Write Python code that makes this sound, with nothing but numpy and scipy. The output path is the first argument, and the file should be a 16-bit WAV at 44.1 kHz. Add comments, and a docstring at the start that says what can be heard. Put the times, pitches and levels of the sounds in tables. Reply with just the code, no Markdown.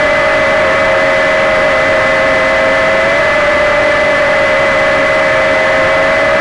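"""Four two-bladed propellers of a mini quadcopter, hovering in a room, from a tiny microphone on its frame.
They hum and beat as the controller trims their speeds, two close to the capsule and two farther off.
The pulsed motor drive whines and the downwash rushes past. At this distance the sum overloads the
microphone, which turns the tones into a harsh buzz."""
import sys
import numpy as np
from scipy import signal
from scipy.fft import rfft, irfft
from scipy.io import wavfile

SR = 44100
rng = np.random.default_rng(int(sys.argv[2]) if len(sys.argv) > 2 else 0)


def file_out(sig):
    """Save sig as 16-bit WAV at sys.argv[1]."""
    # one column per channel
    cols = np.atleast_2d(sig).T
    # limit, then scale
    lim = np.clip(cols, -1, 1)
    pcm = np.round(lim * 32767).astype(np.int16)
    wavfile.write(sys.argv[1], SR, pcm)


N = 282328

ROCK_HZ, ROCK_DECAY_S = 4.56, .29
HUNT_SPREAD_HZ, HUNT_WIDTH_HZ = 2.6, 2.997   # rms pitch wander; how far its rate strays from ROCK_HZ
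DRIVE_HZ, CUTOFF_HZ = 2020.4, 10650
WHINE_DB, WASH_DB, HISS_DB = -8.5, -7.5, -32.5


def propellers(drive_phase):
    """Four rotors at slightly different speeds beat against each other at the microphone."""
    # Tones reaching the capsule; rows: near slow, near fast, far slow, far fast rotor. (blade tone [dB],
    # its octave [dB], shaft hum [dB], its third harmonic [dB], lower sideband [dB], upper sideband [dB])
    rotor_levels = [(-10, -19, -27.5, -36, -36.5, -41), (-9.5, -19, -37.5, -38.5, -37, -39),
                    (-28.5, -30.5, -34, -26.5, -15.5, -23), (-16.5, -26, -39, -27, -20.5, -23.5)]
    return sum(rotor(pitch, levels, drive_phase) for pitch, levels in zip(blade_pitches(), rotor_levels))


def rotor(pitch, levels, drive_phase):
    """Blade tones, the hum of the unbalanced shaft, and sidebands of the whine modulated once per turn."""
    blade_db, octave_db, shaft_db, third_db, lower_db, upper_db = levels
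    angle = np.pi * np.cumsum(pitch + hunting()) / SR   # two blades pass per turn of the shaft
    blades = tone(2 * angle, blade_db, flutter_db=0.95) + tone(4 * angle, octave_db, flutter_db=1.5)
    blades += tone(6 * angle, octave_db - 6.0, flutter_db=4.0)
    unbalance = tone(angle, shaft_db, flutter_db=2.0) + tone(3 * angle, third_db, flutter_db=2.5)
    sidebands = tone(drive_phase - angle, lower_db, flutter_db=3.5)
    sidebands += tone(drive_phase + angle, upper_db, flutter_db=4.0)
    return blades + unbalance + sidebands


def blade_pitches():
    """The controller mixes throttle, yaw and rocking into a blade-pass pitch in Hz for each propeller."""
    # Throttle, as the mean blade-pass pitch of the near propellers: (time [s], pitch [Hz])
    throttle_curve = [(-0.0, 595.3), (1.63, 587.3), (2.97, 591), (3.13, 614), (3.59, 586.4), (4.11, 592.8),
                      (4.16, 587), (5.84, 587.8), (6.4, 603.5)]
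    # Yaw control slows one diagonal pair and speeds up the other: (time [s], shift each way [Hz])
    yaw_curve = [(0.0, 19.2), (0.78, 43.8), (1.23, 39.2), (2.53, 51), (3.12, 49.5), (3.22, 26), (3.49, 15),
                 (4.14, 20.5), (4.67, 37), (4.86, 31), (5.92, 50.6), (6.4, 29)]
    # Motor mix; rows: near slow, near fast, far slow, far fast. A diagonal's ends rock against each other.
    # (throttle offset [Hz], yaw [share], slow diagonal's rocking [share], fast diagonal's rocking [share])
    motor_mix = [(0, -1, 1, -0.00047), (0, 1, 0, 1), (-13, -.9, -.7, -0.0015), (0, .5, 0, -0.701)]
    t = np.arange(N) / SR
    throttle = np.interp(t, *np.transpose(throttle_curve))
    yaw = np.interp(t, *np.transpose(yaw_curve))
    slow, fast = rocking()
    return [throttle + offset_hz + yaw_share * yaw + slow_share * slow + fast_share * fast
            for offset_hz, yaw_share, slow_share, fast_share in motor_mix]


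def rocking():
    """The craft tips and the controller rocks it level: a dying swing of pitch on each diagonal."""
    # Jolts to the craft: (time [s], kick on the slow diagonal [Hz], kick on the fast diagonal [Hz])
    jolts = [(0.531, 24, -16), (1.62, 22, -14), (2.37, -11, -10), (3.42, -6, -12), (3.6, -12, -7),
             (4.48, -13, -4), (5.341, -15, 11)]
    swing = np.zeros((2, N))
    for start, *kicks in jolts:
        age = np.maximum(np.arange(N) / SR - start, 0)
        swing += np.outer(kicks, np.exp(-age / ROCK_DECAY_S) * np.sin(2 * np.pi * ROCK_HZ * age))
    return swing


def hunting():
    """The controller never quite settles: a random swing of pitch, in Hz, near its rocking rate."""
    return HUNT_SPREAD_HZ * drift(HUNT_WIDTH_HZ, centre_hz=ROCK_HZ)


def drive_whine(drive_phase):
    """One steady clock switches all four motors, so they sing a single whine."""
    return tone(drive_phase, WHINE_DB, flutter_db=1.08)


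def downwash():
    """Turbulent air thrown down past the frame, with a narrow low buzz shaped into the same noise."""
    # Rush of air, plus a narrow low buzz near 365 Hz from the overloaded microphone:
    # (frequency [Hz], relative density [dB])
    rush_and_buzz = [(25, -1.5), (90, -3.5), (220, -4.5), (320, -8), (365, 0.5), (410, -7), (500, -8),
                     (750, -4), (1000, -4), (1300, 2), (1850, 2.5), (2500, -4.5), (4000, -13), (10000, -29)]
    return noise(rush_and_buzz, WASH_DB)


def amplifier_hiss():
    """The noise floor of the microphone's own amplifier."""
    # Self-noise: (frequency [Hz], relative density [dB])
    hiss_spectrum = [(100, 1), (2000, 3), (4000, -10.5), (7000, -11.5), (10500, -17.5)]
    return noise(hiss_spectrum, HISS_DB)


def overload(x, top, knee):
    """The microphone flattens peaks at `top`; a larger knee makes a harder corner."""
    return x / (1 + np.abs(x / top) ** knee) ** (1 / knee)


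def tone(phase, level_db, flutter_db):
    """A sine that flutters about the given rms level in the turbulent air."""
    level = from_db(level_db + flutter_db * drift(width_hz=14))
    return np.sqrt(2) * level * np.sin(phase + rng.uniform(0, 2 * np.pi))


def drift(width_hz, centre_hz=0):
    """Random wander with an rms of 1, at rates mostly within `width_hz` of `centre_hz`."""
    bins = np.arange(N // 2 + 1) * SR / N
    spectrum = rfft(rng.standard_normal(N)) / (1 + ((bins - centre_hz) / width_hz) ** 2)
    return rms_one(irfft(spectrum, N))


def noise(spectrum, level_db):
    """Steady noise of the given spectrum and rms level."""
    return from_db(level_db) * rms_one(colour(rng.standard_normal(N), spectrum))


def colour(x, points):
    """Filter by (frequency [Hz], gain [dB]) points, joined on a log-frequency axis."""
    hz, db = np.transpose(points)
    bins = np.maximum(np.arange(N + 1) * SR / (2 * N), 1)
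    gain = from_db(np.interp(np.log(bins), np.log(hz), db))
    return irfft(rfft(x, 2 * N) * gain)[:N]


def from_db(db):
    """Decibels to gain."""
    return 10 ** (np.asarray(db) / 20)


def rms_one(x):
    """Scale to an rms of 1."""
    return x / np.sqrt(np.mean(x ** 2) + 1e-20)


def scene():
    """Propellers, whine and downwash as they arrive on the frame, in mono."""
    drive_phase = 2 * np.pi * DRIVE_HZ * np.arange(N) / SR
    return (propellers(drive_phase) + drive_whine(drive_phase) + downwash())[None]


def record(dry):
    """The tiny microphone overloads, dulls the treble and adds its own hiss; the top is cut."""
    # Response of the microphone stage after it overloads: (frequency [Hz], gain [dB])
    mic_response = [(30, -3), (600, 1.5), (2000, -2), (3000, -6), (5000, -12), (10000, -18.5)]
    buzz = colour(overload(dry[0], top=0.41, knee=11.0), mic_response)
    high_cut = signal.ellip(12, .1, 90, CUTOFF_HZ, fs=SR, output="sos")
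    return signal.sosfilt(high_cut, buzz + amplifier_hiss())[None]


dry = scene()
out = record(dry)
file_out(out)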